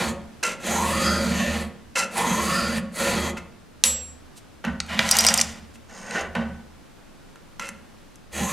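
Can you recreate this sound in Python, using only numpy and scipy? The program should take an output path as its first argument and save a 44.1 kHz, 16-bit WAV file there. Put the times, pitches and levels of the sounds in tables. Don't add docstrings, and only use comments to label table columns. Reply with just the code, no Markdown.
import sys
import numpy as np
from scipy import signal
from scipy.fft import rfft, irfft
from scipy.io import wavfile

SR = 44100
rng = np.random.default_rng(int(sys.argv[2]) if len(sys.argv) > 2 else 0)


def to_wav(s):
    ch = np.atleast_2d(s).T
    pcm = np.round(np.clip(ch, -1, 1) * 32767)
    wavfile.write(sys.argv[1], SR, pcm.astype(np.int16))


N = 375732


def from_db(db):
    return 10 ** (np.asarray(db) / 20)


def unit(x):
    return x / np.sqrt(np.sum(x ** 2) + 1e-20)


def filtered(x, order, hz, kind="low"):
    return signal.sosfilt(signal.butter(order, hz, kind, fs=SR, output="sos"), x)


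def in_time(tables, before):
    out = np.tile(np.array(before, float)[:, None], N)
    for rows in tables:
        s, *columns = np.transpose(rows)
        at = np.arange(round(s[0] * SR), min(round(s[-1] * SR), N))
        out[:, at] = [np.interp(at / SR, s, c) for c in columns]
    return out


def drift(rate):
    knots = rng.standard_normal(int(200 * N / SR) + 2)
    return np.interp(np.arange(N) * rate / SR, np.arange(len(knots)), knots) * np.sqrt(3 / 2)


def lagged(gain, lag_s):
    r = np.exp(-1 / (max(lag_s, .001) * SR))
    return signal.lfilter([1 - r], [1, -r], gain, zi=[r * gain[0]])[0]


def gliding(hz, half_width_hz):
    slow = filtered(rng.standard_normal((2, N)), 2, half_width_hz)
    phase = 2 * np.pi * np.cumsum(hz) / SR
    return unit(slow[0] * np.cos(phase) + slow[1] * np.sin(phase)) * np.sqrt(N)


def response(peaks):
    click, out = signal.unit_impulse(SR // 3), 0
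    for k, (hz, width, db) in enumerate(sorted(peaks)):
        r = np.exp(-np.pi * width / SR)
        poles = [1, -2 * r * np.cos(2 * np.pi * hz / SR), r * r]
        mode = signal.lfilter([(1 - r * r) / 2, 0, -(1 - r * r) / 2], poles, click)
        out = out + (-1) ** k * from_db(db) * mode
    return unit(out)


def through(force, peaks):
    return signal.oaconvolve(force, response(peaks))[:N]


def steel(middle, high, peaks, wander_db=0):
    split_hz, out = 3500, 0
    lower = [p for p in peaks if p[0] < split_hz]
    upper = [p for p in peaks if p[0] >= split_hz]

    def power(group):
        return sum(width * from_db(2 * db) for _, width, db in group)

    for drive, group in ((middle, lower), (high, upper)):
        for third in range(3):
            part = group[third::3]
            share = np.sqrt(power(part) / power(group))
            out = out + share * through(drive * from_db(wander_db * drift(7.8)), part)
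    return out


# (frequency [Hz], width [Hz], relative level [dB])
BENCH_MODES = [(125, 14, -13), (160, 18, -8), (190, 14, -5), (214, 11, 1), (240, 18, -6), (200, 200, -26)]


def bench(force):
    return through(force, BENCH_MODES)


def grit(spread_db, flutter_db):
    sizes_db = spread_db * np.minimum(rng.exponential(1, N), 5)
    sizes = from_db(sizes_db + flutter_db * drift(45.0))
    return unit(sizes * rng.standard_normal(N)) * np.sqrt(N)


def rub(rasp_db, hiss_db, bench_db, bench_lag_s, peaks, spread_db, high_spread_db, flutter_db,
        wander_db, bites=0):
    force = grit(spread_db, flutter_db)
    bench_sound = bench(lagged(from_db(rasp_db + bench_db), bench_lag_s) * force)
    middle = from_db(rasp_db) * (force + bites)
    high = from_db(rasp_db + hiss_db) * grit(high_spread_db, flutter_db)
    return bench_sound + steel(middle, high, peaks, wander_db)


def skids(rows):
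    contact_s, let_go_s, let_go_db = 0.0027, 0.065, 39.96
    curves = []
    for s, length, db, sag, *rest in rows:
        end_db = db - sag * length
        curves.append([(s, db - 7, *rest), (s + contact_s, db, *rest), (s + length, end_db, *rest),
                       (s + length + let_go_s, end_db - let_go_db, *rest)])
    return in_time(curves, before=[-120, 0, 0])


def blows(events, peaks, gain_db, top_gain_db, bench_db, scatter_s):
    top_hz = 8500
    drives, t = np.zeros((3, N)), np.arange(SR // 20) / SR
    chances = rng.standard_normal((len(events), len(t)))
    for (s, peak_db, middle_db, top_db), chance in zip(events, chances):
        burst = from_db(peak_db + gain_db) * chance * np.exp(-t / scatter_s)
        at = round(s * SR)
        gains = from_db([middle_db, 0, top_db + top_gain_db])
        drives[:, at:at + len(t)] += gains[:, None] * burst
    middle, high, top = drives
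    upper = filtered(high, 4, top_hz) + filtered(top, 4, top_hz, "high")
    return steel(middle, upper, peaks) + from_db(bench_db) * bench(middle)


# (time [s], pressure as rasp level [dB], tooth rate [1/s])
STROKES = [
    [(0, -29.5, 900), (.094, -33.5, 700), (.17, -64, 500)],
    [(.6, -50, 450), (.675, -29.5, 640), (.8, -30, 960), (1.08, -28.5, 1390), (1.2, -32.5, 1500),
     (1.42, -32, 1100), (1.62, -37, 750), (1.71, -64, 600)],
    [(2.11, -49.5, 700), (2.18, -29.5, 830), (2.25, -30.5, 990), (2.45, -32.5, 1160), (2.66, -32.5, 1420),
     (2.78, -33.5, 1700), (2.84, -84, 1500)],
    [(2.92, -58.5, 1300), (2.96, -35.5, 1357), (3.0, -29, 1450), (3.1, -27.5, 1450), (3.24, -32.5, 1100),
     (3.3, -36, 900), (3.33, -54.5, 800)],
    [(8.31, -66, 500), (8.33, -42.5, 540), (8.38, -31, 740), (8.52, -32.5, 1170)],
]
# (time [s], teeth already passed [count])
PASSES = [(0, 1050), (.6, 0), (2.11, 0), (8.31, 0)]
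# (teeth passed [count],
# regular bites [dB], upper mode [Hz], upper mode [dB], lower modes [dB], bench [dB], hiss [dB])
ALONG_FILE = [(0, -25, 3100, -25, -0.5, 8.5, -5), (79.3, -9.5, 3200, -29, -15.5, 0, -6.5),
              (254, -9.5, 4600, -11.5, -7.5, 0.5, -2.5), (470, -5.5, 4780, 4, -7.5, 2.5, -4.5),
              (608, -7.5, 4700, 0.5, -3, -0.5, -6.5), (768, -18.5, 4500, -5.5, -8.5, 6.5, -5),
              (950, -22, 4400, -8.5, -2, 1.5, -5), (1148, -19, 4400, -7, -10, 0, -5.5)]


def stroking():
    rasp_db, per_s = in_time(STROKES, before=[-120, 0])
    passed = np.cumsum(per_s) / SR
    starts, already = np.transpose(PASSES)
    at = (starts * SR).astype(int)
    current = np.searchsorted(at, np.arange(N), "right") - 1
    passed = passed + (already - passed[at])[current]
    place, *columns = np.transpose(ALONG_FILE)
    return rasp_db, per_s, *(np.interp(passed, place, c) for c in columns)


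# (frequency [Hz], width [Hz], relative level [dB])
CLAMPED_MODES = [(354.5, 30, 2.5), (452, 68, -3), (680, 13, -5.5), (908, 20, -8.5), (949, 20, -4.5),
                 (1116, 9.7, -4), (1240, 6.3, 1.5), (1398, 36, -4.5), (1796, 62, -2), (2017, 59, -9),
                 (2890, 97, -12), (2657, 406, -6.5), (3257, 34, -2), (4050, 120, 5.5), (4290, 280, -0.5),
                 (6430, 310, 9), (6800, 310, 3), (7469, 260, 1), (7840, 97, -2.5), (9420, 170, -10),
                 (10040, 1200, -4), (11300, 300, 2), (740, 2960, -15.5), (2340, 1830, -14),
                 (4600, 1600, -27), (7468, 11000, -6), (12500, 4400, -10)]


def filing(rasp_db, per_s, bite_db, bench_db, hiss_db):
    return rub(rasp_db, hiss_db, bench_db, .04, CLAMPED_MODES, spread_db=2.2, high_spread_db=2.2,
               flutter_db=1.2, wander_db=3.3, bites=teeth(per_s, bite_db))


def teeth(per_s, share_db):
    return from_db(share_db + 3 * drift(22.0)) * gliding(per_s, half_width_hz=100)


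def singing(rasp_db, hz, upper_db, lower_db):
    pair = [(538, 34, 0.62), (599, 46, -1.6)]   # (Hz, width Hz, dB)
    lower = through(from_db(rasp_db + lower_db) * rng.standard_normal(N), pair)
    return from_db(rasp_db + upper_db - 3) * gliding(hz, half_width_hz=250) + lower


# (time [s], length [s], rasp level [dB], sag [dB/s],
# hiss re rasp [dB], bench re rasp [dB])
LANDINGS = [(.428, 0.11, -20, 137, -6.5, -13), (1.954, 0.074, -21.5, 40, -4.5, -14.5),
            (3.368, 0.012, -33.5, 50, -11.5, -12), (7.594, 0.086, -34, 29.8, -11, -11)]
# (frequency [Hz], width [Hz], relative level [dB])
LOOSE_MODES = [(552, 110, -4.5), (1368, 38, 7.5), (1790, 15, 2), (2140, 150, 2.5), (2650, 125, 7),
               (4010, 100, -13.5), (6470, 120, -7.5), (7525, 59, -4), (10450, 72, -12), (12540, 57, -29),
               (13590, 70, -19.5), (1000, 580, -6), (2480, 1120, -5.5), (5850, 2000, -14),
               (8050, 1700, -22), (12500, 4000, -54)]


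def landings():
    return rub(*skids(LANDINGS), .08, LOOSE_MODES, spread_db=3.0, high_spread_db=6.5,
               flutter_db=1.1, wander_db=1.1)


# (time [s], rasp level [dB], hiss re rasp [dB], bench re rasp [dB])
DRAG = [(4.84, -62.5, -17, 7.5), (4.895, -30.5, -14.5, -1), (4.945, -27, -36.5, 1.5),
        (4.985, -34, -15, 1.5), (5.0, -25.5, -13.5, -14.5), (5.08, -29, -4.5, -11.5),
        (5.2, -27.5, -0.5, -13.5), (5.33, -30, 1.5, -7), (5.4, -35, 4.5, -6.5), (5.45, -47, 6.5, 5.5),
        (5.6, -53.5, -5.5, 2)]
# (frequency [Hz], width [Hz], relative level [dB])
CHAIN_MODES = [(520, 126, -8.5), (660, 150, -6), (967, 18, -1), (1397, 79, 0.5), (1890, 490, -4),
               (2783, 72, -0.5), (6160, 250, -20), (8640, 170, -15.5), (9500, 170, -7), (10450, 170, -7),
               (930, 1110, -7.5), (2450, 2300, -8.5), (5400, 4200, 2), (8500, 2500, -18),
               (12330, 2600, -27)]


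def chain_drag():
    return rub(*in_time([DRAG], before=[-120, 0, 0]), .02, CHAIN_MODES, spread_db=3.2,
               high_spread_db=4.5, flutter_db=1.6, wander_db=1.5)


# (time [s], peak level [dB], middle re peak [dB], top re peak [dB])
SNAPS = [(4.802, -9.5, -4.5, -54.5), (4.8639, -39, -12, -11), (4.9915, -11, 16.5, -26),
         (5.09, -8, -33.5, -24.5), (5.1118, -3.5, -27.5, -6.5), (5.1682, -7, -22.5, -10),
         (5.1868, -7.5, -13, -5), (5.2073, -8, -26, -10.5), (5.2403, -11.5, -1.5, -21.5),
         (5.2485, -6, 2, -15.5), (5.2662, -9, 2.5, -4.5), (5.2863, -2, -6, -28),
         (5.3398, -0.5, -16.5, -14.5), (5.3758, -9, -25, -10.5), (5.3924, -18, 7.5, -17),
         (5.4006, -11.5, -10.5, -18.5), (5.4126, 2, -68, -23.5)]


def chain_snaps():
    return blows(SNAPS, CHAIN_MODES, gain_db=-6.0, top_gain_db=16, bench_db=-21.5, scatter_s=.002)


# (time [s], drive level [dB])
RATTLES = [(5.1115, -13), (5.1875, -14), (5.2657, -12), (5.2865, -18), (5.378, -17)]
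# (frequency [Hz], width [Hz], relative level [dB])
LINK_MODES = [(4900, 80, 0), (5070, 70, -4), (5240, 70, -4), (5660, 60, -1), (5790, 50, 0)]


def rattles():
    force, t = np.zeros(N), np.arange(SR // 20) / SR
    for (s, db), chance in zip(RATTLES, rng.standard_normal((len(RATTLES), len(t)))):
        force[round(s * SR):][:len(t)] += from_db(db) * chance * np.exp(-t / 0.014)
    return through(force, LINK_MODES)


# (time [s], level [dB])
TOUCHES = [(4.378, -47), (5.752, -53.5)]


def touches():
    t, spread_s = np.arange(N) / SR, 0.011
    level = sum(from_db(db) * np.exp(-.5 * ((t - s) / spread_s) ** 2) for s, db in TOUCHES)
    return through(level * rng.standard_normal(N), [(3000, 2500, 1), (7860, 9500, 0)])


# (time [s], rasp level [dB], hiss re rasp [dB], bench re rasp [dB])
TURN = [(5.87, -75, -2, -8), (5.9, -47.5, -14, -2), (5.97, -43.5, -3, -6), (6.06, -40.5, -6, -4),
        (6.14, -35, -6.5, 2), (6.16, -27, -12, -29), (6.21, -34.5, -6, -13), (6.28, -46, -25, 4)]
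# (time [s], length [s], rasp level [dB], sag [dB/s],
# hiss re rasp [dB], bench re rasp [dB])
JOLTS = [(4.64, .13, -27.5, 189.5, -29, 5.5), (6.35, 0.32, -27, 152, -41, 2.5)]
# (frequency [Hz], width [Hz], relative level [dB])
SCREW_MODES = [(332, 21, -23.5), (500, 90, 0.5), (626, 540, -0.5), (1170, 94, 1.5), (1510, 62, 12.5),
               (1770, 200, 1.0), (2660, 32, 0.5), (877, 5.3, -10), (2070, 22, -10), (2280, 76, -5.5),
               (3084, 44, -5.5), (5390, 960, -2), (6430, 370, 5), (8150, 190, -3), (896, 1800, -7),
               (2140, 500, -8), (6300, 3400, -20.5), (10900, 5000, -66)]


def vice():
    turn = rub(*in_time([TURN], before=[-120, 0, 0]), 0.015, SCREW_MODES, spread_db=1.0,
               high_spread_db=5.5, flutter_db=1.0, wander_db=2.5)
    jolts = rub(*skids(JOLTS), .008, SCREW_MODES, spread_db=2.0, high_spread_db=3.5,
                flutter_db=.8, wander_db=1.0)
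    return turn + jolts


# (time [s], peak level [dB], middle re peak [dB], top re peak [dB])
KNOCKS = [(0.436, 1, -35, -29), (5.756, -32, 7.5, -23), (6.109, -8, -4, -34), (6.153, -19, -16, -22),
          (6.219, -26.5, 17, -25), (4.65, -25.5, 22.5, -34), (6.352, -29.5, 23.5, -34),
          (7.358, -38, 19, -29), (7.596, -8, 7, -33), (7.689, -16, 8.5, 6), (8.157, -39.5, 0, 13.5)]


def knocks():
    return blows(KNOCKS, LOOSE_MODES, gain_db=-13.0, top_gain_db=5.5, bench_db=-15.5, scatter_s=0.0011)


# (time [s], relative level [dB])
DROP = [(3.838, 4.5), (3.852, -22.5)]
# (frequency [Hz], relative level [dB], t60 before it settles [s])
FILE_MODES = [(5076, -24, .25), (5760, -18, .55), (6412, -22, .3), (7648, -4, .6), (9825, -3, .22),
              (11550, -24, .4), (12261, -16, .26), (13570, -24, .17), (14840, -26, .19)]


def dropped_file():
    out, thud, t = np.zeros(N), np.zeros(N), np.arange(SR) / SR
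    ring = 0
    for hz, db, t60 in FILE_MODES:
        beat = 1 - 0.17 * np.cos(2 * np.pi * hz * t / 600)
        ring = ring + from_db(db - 60 * t / t60) * np.sin(2 * np.pi * hz * t) * beat
    ring = ring * from_db(-70 * np.clip(t - .27, 0, 1)) * (1 - np.exp(-t / 0.019))
    bursts = rng.standard_normal((len(DROP), SR)) * (np.exp(-t / .0014) + .1 * np.exp(-t / .045))
    cracks = filtered(bursts, 2, [2000, 8500], "band")
    thud_shape = np.exp(-t / 0.064) * (1 - np.exp(-t / 0.0041))
    for (s, db), crack in zip(DROP, cracks):
        at = round(s * SR)
        out[at:at + SR] += from_db(db) * (from_db(-14) * ring + from_db(-1.5) * crack)
        thud[at:at + SR] += from_db(db) * rng.standard_normal(SR) * thud_shape
    knock = through(thud, [(512, 42, -0.5), (730, 170, -9), (1300, 1600, -11)])
    return out + from_db(-43.5) * bench(thud) + from_db(-38) * knock


# (time [s], peak level [dB])
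SHOVES = [(3.92, -41), (4.72, -40), (5.03, -40), (5.299, -45.5), (5.5, -51.5), (6.26, -41), (6.42, -44),
          (7.76, -60), (8.42, -40.5)]
# (frequency [Hz], width [Hz], relative level [dB])
LEG_MODES = [(30.24, 16, -6.5), (77.3, 12, 3)]


def sway(rasp_db):
    rise_db_per_s, fall_db_per_s = 150, 55.5
    t = np.arange(N) / SR
    level = from_db(-8.5) * lagged(from_db(rasp_db), lag_s=.09)
    for s, db in SHOVES:
        level = level + from_db(db - np.maximum(rise_db_per_s * (s - t), fall_db_per_s * (t - s)))
    force = through(rng.standard_normal(N), LEG_MODES)
    return level * unit(through(force, LEG_MODES)) * np.sqrt(N)


# (low edge [Hz],
# high edge, limited to 0.45 SR in the filter [Hz], t60 [s], relative level [dB], side/mid ratio [1])
ROOM = [(40, 600, 0.66, -3, 0.1), (322, 1070, 0.5, -1, 0.14), (1200, 3640, 0.55, -8, 0.1),
        (4030, 11000, 0.38, -13.5, 0.2), (9000, 19000, 0.23, -28, .8), (3500, 45000, 0.035, -15, 0.3),
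        (11300, 25000, 0.017, -21, 4.0)]


def workshop(x):
    t, tail = np.arange(SR) / SR, 0
    noises = rng.standard_normal((len(ROOM), 2, SR))
    for (low_hz, high_hz, t60, db, width), noise in zip(ROOM, noises):
        band = filtered(noise, 2, [low_hz, min(high_hz, .45 * SR)], "band")
        decay = from_db(-60 * t / t60) * np.clip(t / t60 / 0.0035, 0, 1)
        mid, side = unit(band * decay)
        gain = from_db(db) * np.sqrt(4 * (high_hz - low_hz) / SR)
        tail = tail + gain * (mid + width * side * [[1], [-1]])
    return signal.oaconvolve(x[None], tail, axes=1)[:, :N]


# (frequency [Hz], relative level [dB])
AIR_SPECTRUM = [(12, -22.5), (20, 6.5), (49, -7.5), (135, -4), (281, -5.5), (416, -10.5), (750, -14.5),
                (1240, -17.5), (1470, -17.5), (1840, -20.5), (6350, -28.5), (15200, -33), (16500, -43.5)]
# (frequency [Hz], correlation [1])
AIR_LIKENESS = [(60, -0.14), (180, -0.31), (550, -0.09), (1650, 0.64), (4970, 0.48), (15000, -0.22)]


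def air():
    log_hz = np.log(np.fft.rfftfreq(N, 1 / SR) + 1)

    def curve(rows):
        hz, values = np.transpose(rows)
        return np.interp(log_hz, np.log(hz), values)

    alike = np.clip(curve(AIR_LIKENESS), 0, 1)
    mid, side = rfft(rng.standard_normal((2, N))) * from_db(curve(AIR_SPECTRUM))
    both = irfft(np.sqrt(1 + alike) * mid + np.sqrt(1 - alike) * side * [[1], [-1]], N)
    return from_db(-48.5 + .9 * drift(3.0)) * unit(both) * np.sqrt(2 * N)


def scene():
    rasp_db, per_s, bite_db, upper_hz, upper_db, lower_db, bench_db, hiss_db = stroking()
    near = filing(rasp_db, per_s, bite_db, bench_db, hiss_db)
    near = near + landings() + chain_drag() + vice()
    near = near + chain_snaps() + rattles() + touches() + knocks()
    drop = dropped_file()
    near = near + drop + singing(rasp_db, upper_hz, upper_db, lower_db) + sway(rasp_db)
    left_right = np.array([[-1], [1]])
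    lows = filtered(near, 1, 900)
    direct = near + 0.1 * lows * left_right + .02 * near * left_right
    aside = (from_db(1.0 * left_right) - 1) * drop
    return direct + aside + workshop(near) + air()


def low_pass(x):
    return signal.sosfilt(signal.butter(12, 16660, fs=SR, output="sos"), x)


def record(dry):
    mic_cut_hz, top_cut_hz = 11700, 15900
    heard = np.clip(filtered(dry, 2, mic_cut_hz), -1, 1)
    mix = filtered(heard, 8, top_cut_hz)
    return low_pass(mix)


dry = scene()
out = record(dry)
to_wav(out)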